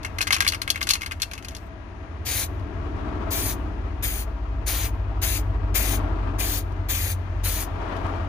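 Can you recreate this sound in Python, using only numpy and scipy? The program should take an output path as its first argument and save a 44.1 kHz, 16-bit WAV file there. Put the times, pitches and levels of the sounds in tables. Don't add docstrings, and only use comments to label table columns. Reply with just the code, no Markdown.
import sys
import numpy as np
from scipy import signal
from scipy.fft import rfft, irfft
from scipy.io import wavfile
from scipy.ndimage import map_coordinates

SR = 44100
rng = np.random.default_rng(int(sys.argv[2]) if len(sys.argv) > 2 else 0)


def materialize(psi):
    bounded = np.clip(np.atleast_2d(psi).T, -1, 1)
    quanta = np.round(bounded * 32767).astype(np.int16)
    wavfile.write(sys.argv[1], SR, quanta)


N = 365148
TIME = np.arange(N) / SR
FREQ = np.fft.rfftfreq(N, 1 / SR) + 1e-3


def undb(db):
    return 10 ** (np.asarray(db) / 20)


def over_time(rows):
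    time_s, *columns = np.transpose(rows)
    return [np.interp(TIME, time_s, column) for column in columns]


def over_hz(rows, freq=FREQ, column=1):
    rows = np.array(rows)
    return np.interp(np.log(np.maximum(freq, 1)), np.log(rows[:, 0]), rows[:, column])


def shape(x, gain):
    return irfft(rfft(x) * gain, N)


def band_level(x, band_hz):
    mono = np.atleast_2d(x).mean(axis=0)
    return np.std(shape(mono, (FREQ > band_hz[0]) & (FREQ < band_hz[1])))


def below(hz, order=4):
    return 1 / (1 + (FREQ / hz) ** order)


def short_response(rows, size=512):
    cepstrum = irfft(np.log(undb(over_hz(rows, np.fft.rfftfreq(size, 1 / SR)))))
    cepstrum[1:size // 2] *= 2
    cepstrum[size // 2 + 1:] = 0
    return irfft(np.exp(rfft(cepstrum)))


def ring(x, response):
    return signal.oaconvolve(x, response)[:len(x)]


def fade(t, t60):
    return np.exp(-np.log(1000) * t / t60)


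def unit(x):
    return x / np.sqrt(np.sum(x ** 2))


def wander(rate_hz):
    coarse_s = TIME[::50]
    hz = np.fft.rfftfreq(len(coarse_s), coarse_s[1])
    spectrum = rfft(rng.standard_normal(len(coarse_s)))
    curve = irfft(spectrum / (1 + (hz / rate_hz) ** 4), len(coarse_s))
    return np.interp(TIME, coarse_s, curve / curve.std())


def pan(left_minus_right_db):
    return undb(np.vstack([left_minus_right_db, -left_minus_right_db]) / 2)


def echoes(x, db, t60):
    t = TIME[:SR // 2]
    tail = unit(rng.standard_normal(len(t)) * fade(t, t60))
    return (x + undb(db) * ring(x, tail)) / np.hypot(1, undb(db))


def to_ports(left, right, wall_db, wall_t60, yard_db, yard_t60):
    # freq_hz, gain_db
    right_shade = [(500, -1), (1300, -6.5), (2400, -4.5), (4400, -9.5), (6800, -13), (7500, -6),
                   (7900, -30), (8400, -14), (9300, 1.5), (15000, -3.5)]
    left, right = (echoes(echoes(x, wall_db, wall_t60), yard_db, yard_t60) for x in (left, right))
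    return np.array([left, ring(right, short_response(right_shade))])


def far_noise(gain):
    # freq_hz, likeness (0 to 1), left_minus_right_db
    road_stereo = [(60, 1, -6), (119, 0.97, 8), (323, 0.87, 4), (666, 0.4, 6.5), (1404, 0, 8),
                   (4750, 0, 15.5), (8700, 0.37, 15), (15000, 0.3, -11)]
    likeness = np.clip(over_hz(road_stereo), 0, 1)
    mid, side = rfft(rng.standard_normal((2, N))) * np.sqrt([1 + likeness, 1 - likeness]) * gain
    return irfft(np.array([mid + side, mid - side]) * pan(over_hz(road_stereo, column=2)), N)


def yard_colour(rows):
    # pitch_hz, width_hz, boost_db
    resonances = [(295.8, 18, 4.5), (343, 18, 0.5), (430, 33, 3), (530, 180, 0), (659.3, 39, 8.5),
                  (837, 11, 3), (965, 49, 3.5), (1443.5, 200, -0.5), (1645, 57, 4.5)]
    boost_db = sum(db / (1 + (2 * (FREQ - hz) / width) ** 2) for hz, width, db in resonances)
    return undb(over_hz(rows) + boost_db)


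def town(level_db=-51, swell_db=2.0):
    # freq_hz, level_db
    town_colour = [(100, -6.5), (200, -2.5), (400, -11), (500, -10.5), (1000, -9), (2000, -14.5),
                   (3200, -25.5), (5000, -35.5), (6900, -37.5), (7500, -51.5), (10000, -44), (12000, -55),
                   (15000, -72.5)]
    wash = far_noise(yard_colour(town_colour))
    return wash / band_level(wash, (500, 1300)) * undb(level_db + swell_db * wander(0.27))


def passing(nearest_s, near_s, falloff=1.45):
    return np.hypot(1, (TIME - nearest_s) / near_s) ** -falloff


def engines(drone_db=-2, rumble_db=3.0, wobble_db=0.2, other_hz=60.84, other_at_s=4.9, sag_hz_per_s=0.7):
    # time_s, rate_hz
    firing_rate = [(0, 46), (2.5, 46.68), (4.1, 47.03), (4.8, 48.8), (5.6, 48.1), (6.7, 45.56),
                   (8.28, 45.64)]
    # time_s, note_db, octave_db
    engine_levels = [(0, -41, -52), (1.2, -43.5, -60), (2.3, -44, -65), (2.6, -35.5, -46.5),
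                     (4.5, -28.5, -41.5), (5.05, -28, -30), (5.9, -23, -32), (7.0, -30.5, -29),
                     (7.2, -38, -31), (7.42, -24, -29.5), (7.75, -33, -41), (8.28, -32, -28.5)]
    # time_s, level_db
    rumble_levels = [(0, -39), (1.95, -46), (2.2, -35.5), (3.9, -35.5), (4.07, -31.5), (4.25, -46),
                     (4.7, -35), (8.28, -36.5)]
    # freq_hz, level_db
    rumble_colour = [(20, -20.5), (32, -13.5), (43, -4.5), (58, -4), (78, 9), (100, 4), (118, -5.5),
                     (140, -17.5), (220, -62.5), (1000, -91)]
    firing_hz = over_time(firing_rate)[0] * (1 + 0.01 * wander(7.1))
    note_db, octave_db = over_time(engine_levels)
    phase = 2 * np.pi * np.cumsum(firing_hz) / SR
    labouring = undb(note_db) * np.sin(phase) + undb(octave_db) * np.sin(2 * phase)
    slowing_hz = (other_hz - sag_hz_per_s * (TIME - other_at_s)) * (1 + 0.008 * wander(2.9))
    other = undb(-28.5) * passing(other_at_s, near_s=1.18) * np.sin(2 * np.pi * np.cumsum(slowing_hz) / SR)
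    drone = np.sqrt(2) * (labouring + other) * undb(drone_db + wobble_db * wander(6.7))
    rumble = far_noise(undb(over_hz(rumble_colour)))
    return drone * pan(1.5) + rumble / rumble.std() * undb(over_time(rumble_levels)[0] + rumble_db)


def cars(flicker_db=1.57, boom_reach=1.1):
    # nearest_s, half_time_in_view_s, roar_db, boom_db
    passes = [(0.3, 0.69, -52.5, -48.5), (3.25, 0.4, -39.5, -35), (5.0, 0.66, -46, -46),
              (6.08, 0.38, -39, -36.5), (8.001, 0.23, -35, -38)]
    # freq_hz, level_db
    car_colour = [(110, -3), (150, -6.5), (200, -1.5), (250, -0.5), (330, 3), (410, -2), (500, -10.5),
                  (700, -5.5), (1000, -4.5), (1300, -6.5), (1700, -15), (2500, -21.5), (6900, -46.5),
                  (7600, -49.5), (15000, -55.5)]
    colour, low_share = yard_colour(car_colour), below(458, order=8)
    roar = far_noise(colour * np.sqrt(1 - low_share))
    boom = far_noise(colour * np.sqrt(low_share))
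    roar_swells = [undb(db) * passing(s, near_s) for s, near_s, db, _ in passes]
    boom_swells = [undb(db) * passing(s, near_s * boom_reach) for s, near_s, _, db in passes]
    roar *= np.linalg.norm(roar_swells, axis=0) / band_level(roar, (500, 1300))
    boom *= np.linalg.norm(boom_swells, axis=0) / band_level(boom, (170, 450))
    return roar * undb(flicker_db * wander(30)) + boom


def rustle(fade_s=0.03, scuff_db=3, low_cut_hz=2500):
    # start_s, length_s, level_db
    moves = [(0.03, 1.64, -65.5), (7.94, 0.22, -68)]
    rub = shape(rng.standard_normal((2, N)), 1 - below(low_cut_hz))
    grip = sum(undb(db) * np.clip(np.minimum(TIME - s, s + length_s + fade_s - TIME) / fade_s, 0, 1)
               for s, length_s, db in moves)
    return rub * grip * undb(scuff_db * wander(25))


def can_hits(wait_s=0.013, bounce_db=-12, spread_db=2):
    # start_s, strength_db, hardness_db (the
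    strikes = [(0.031, -39.5, 4.5), (0.048, -24.5, -5.5), (0.185, -23, -3), (0.207, -21.5, -12),
               (0.214, -20.5, 6.5), (0.225, -23, 3), (0.27, -24, -3.5), (0.274, -22.5, -3.5),
               (0.3062, -16, -10), (0.325, -18.5, 10.5), (0.3291, -14, 1.5), (0.344, -21, 7),
               (0.354, -27, -2), (0.364, -21, -5), (0.405, -12.5, -2), (0.423, -23, -5),
               (0.4475, -25.5, -3), (0.4654, -19.5, -12), (0.477, -22.5, 22.5), (0.486, -27, 25),
               (0.521, -23.5, 2), (0.534, -25.5, -7), (0.546, -24.5, -2), (0.617, -21.5, 2.5),
               (0.677, -23, -7), (0.7021, -18.5, 15.5), (0.746, -40, -16), (0.758, -24.5, -8),
               (0.809, -30, -3), (0.8143, -22, -7), (0.828, -23.5, 9), (0.870, -24, 0), (0.89, -19, 11.5),
               (0.902, -20, 5), (0.907, -18, 17), (0.9345, -20, 11), (0.954, -24, -2.5), (1.01, -33, -4),
               (1.0183, -26.5, -4), (1.032, -30, -7), (1.061, -26, 0), (1.111, -30, -9), (1.119, -27.5, -7),
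               (1.2, -36, -3), (1.2188, -25, 18.5), (1.229, -24, 5), (1.313, -32.5, -3), (1.334, -30.5, 0),
               (1.378, -34.5, -5), (1.425, -42, -2), (1.4473, -33, 1.5), (1.484, -33, 6), (1.5177, -46, -3),
               (1.5488, -37.5, 9), (1.5652, -38.5, 8), (2.595, -55, 2), (6.72, -55, 2), (7.965, -50, 6),
               (8.065, -51, 6)]
    chance = rng.standard_normal((len(strikes), 2))
    bounces = [(s + wait_s * np.exp(0.35 * wait), db + bounce_db + spread_db * loss, hardness_db / 2)
               for (s, db, hardness_db), (wait, loss) in zip(strikes, chance)]
    return list(strikes) + bounces


def strike(shell, knock_db, knock_hz=2250, tone_db=-7, detune=0.011):
    # pitch_hz, level_db, ring_time_s
    can_tones = [(1260, -23, 0.097), (1600, 6.5, 0.08), (2140, 8.5, 0.09), (2230, 1, 0.055),
                 (2820, -41, 0.058), (2700, 3, 0.14), (3260, -10.5, 0.063), (3370, -22.5, 0.15),
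                 (3440, -7, .06), (4365, 20.5, 0.022), (4980, 3, 0.047), (6470, 8, 0.042)]
    t = TIME[:SR // 6]
    hz, db, t60 = np.transpose(can_tones)[:, :, None]
    hz = hz * (1 + detune * rng.standard_normal(hz.shape))
    tones = undb(db) * np.sin(2 * np.pi * hz * t) * fade(t, t60)
    tone = undb(tone_db) * unit(rng.standard_normal(len(tones)) @ tones)
    shifted_hz = knock_hz * np.exp(0.11 * rng.standard_normal())
    knock = undb(knock_db) * unit(np.sin(2 * np.pi * shifted_hz * t) * fade(t, t60=0.026))
    crack, tick = unit(fade(t, t60=0.051)), undb(-4) * unit(fade(t, t60=0.002))
    contact = np.hypot(crack, tick) * rng.standard_normal(len(t))
    shimmer = undb(-2) * unit(fade(t, t60=0.036)) * rng.standard_normal((2, len(t)))
    return np.array([unit(ring(contact + side, shell)) + tone + knock for side in shimmer])


def rattle(body_hz=3200, tick_hz=7500):
    # freq_hz, level_db
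    shell_colour = [(350, -55), (600, -25), (634, -14.5), (915, -10.5), (1120, -0.5), (1510, -1.5),
                    (2190, -3), (3870, -5.5), (6150, -7), (7640, -15), (9760, -12.5), (13000, -16),
                    (15500, -24)]
    shell = short_response(shell_colour)
    bands = [signal.butter(3, hz, kind, fs=SR, output="sos")
             for hz, kind in [(body_hz, "low"), ([body_hz, tick_hz], "band"), (tick_hz, "high")]]
    sound = np.zeros((2, N + SR))
    for start_s, strength_db, hardness_db in can_hits():
        hit = strike(shell, knock_db=min(-9 - 0.81 * hardness_db, 0))
        start = int(start_s * SR)
        body_db, ring_db, tick_db = -2 - hardness_db / 2, 1 + hardness_db / 2, -9 + hardness_db / 2
        for band, db in zip(bands, (body_db, ring_db, tick_db)):
            part = signal.sosfilt(band, hit)
            attack_level = part[:, :200].std()
            sound[:, start:start + part.shape[1]] += undb(strength_db + db) * part / attack_level
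    left, right = np.roll(sound[0, :N], shift=16), sound[1, :N]
    return to_ports(left, right, wall_db=-9.5, wall_t60=0.036, yard_db=-16.5, yard_t60=0.19)


def valve(start_s, held_s, surge_db, attack_s=0.02, surge_s=0.055, release_s=0.03):
    age_s = np.maximum(TIME - start_s, 0)
    opening = np.minimum(age_s / attack_s, 1)
    surge = undb(surge_db * np.exp(-age_s / surge_s))
    closing = np.exp(-(np.maximum(age_s - held_s, 0) / release_s) ** 2)
    return opening * surge * closing


def jet(direct_share=0.79, lid_echo=0.21, lid_s=0.000389, port_lag_s=0.000131):
    # freq_hz, level_db
    jet_colour = [(500, -4), (1200, -2), (1800, 0.5), (2350, 3), (3200, -1), (4200, -1), (6700, 0.5),
                  (7600, -6), (9500, -4.5), (12000, -5), (15500, -2.5)]
    core, *scatter = shape(rng.standard_normal((3, N)), undb(over_hz(jet_colour)))
    delays_s = port_lag_s * wander(1.44), lid_s * np.exp(0.37 * wander(2.23))
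    at_right, off_lid = (map_coordinates(core, [(TIME - s) * SR], order=3) for s in delays_s)
    direct = np.array([core, at_right]) + lid_echo * off_lid
    return np.sqrt(direct_share) * direct + np.sqrt(1 - direct_share) * np.array(scatter)


def spray(spit_db=2, spit_s=0.036, sputter_db=1.07, pan_offset_db=2):
    # start_s, held_s, hiss_db, surge_db, rush_over_hiss_db,
    # splash_over_hiss_db, left_minus_right_db (before pan_offset_db is taken off)
    presses = [(2.249, 0.17, -29.5, -4, -3.5, -10, 2.5), (3.304, 0.2, -32.5, 6, -5, -13, 3),
               (4.023, 0.18, -38, 14.5, -6, -9.5, 3.5), (4.66, 0.19, -33.5, 6.5, -4.5, -8, 3),
               (5.214, 0.15, -33, 8.5, -4.5, -10.5, 5), (5.741, 0.2, -33.5, 11, -5.5, -8, 6.5),
               (6.383, 0.19, -32.5, 3.5, -5.5, -10.5, 4.5), (6.884, 0.22, -34, 9, -5.5, -9.5, 4),
               (7.433, 0.18, -35, 7, -4, -10.5, 4)]
    noise = jet()
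    splash = shape(noise, below(3440, order=8))
    rush = shape(noise, below(8230, order=10)) - splash
    hiss = noise - rush - splash
    flow = sum(valve(start_s, held_s, surge_db) for start_s, held_s, _, surge_db, *_ in presses)
    presses = np.array(presses)
    current = np.maximum(np.searchsorted(presses[:, 0], TIME) - 1, 0)
    start_s, _, hiss_db, _, rush_db, splash_db, pan_db = presses[current].T
    spitting_db = spit_db * np.exp(-np.maximum(TIME - start_s, 0) / spit_s)
    layers = [(hiss, (8000, 15500), flow),
              (rush, (3000, 7000), flow ** 0.82 * undb(rush_db + spitting_db / 2)),
              (splash, (1800, 3000), flow * undb(splash_db + spitting_db))]
    sound = sum(part / band_level(part, band_hz) * gain * undb(hiss_db + sputter_db * wander(60))
                for part, band_hz, gain in layers)
    left, right = sound * pan(pan_db - pan_offset_db)
    return to_ports(left, right, wall_db=-7, wall_t60=0.038, yard_db=-29.5, yard_t60=0.49)


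def scene():
    road = np.array([echoes(port, db=-9.5, t60=0.24) for port in cars() + town()])
    return rattle() + spray() + road + engines() + rustle()


def record(dry):
    treble_cut = signal.ellip(12, 0.2, 80, 15450, fs=SR, output="sos")
    return signal.sosfilt(treble_cut, np.clip(dry, -0.85, 0.85))


dry = scene()
out = record(dry)
materialize(out)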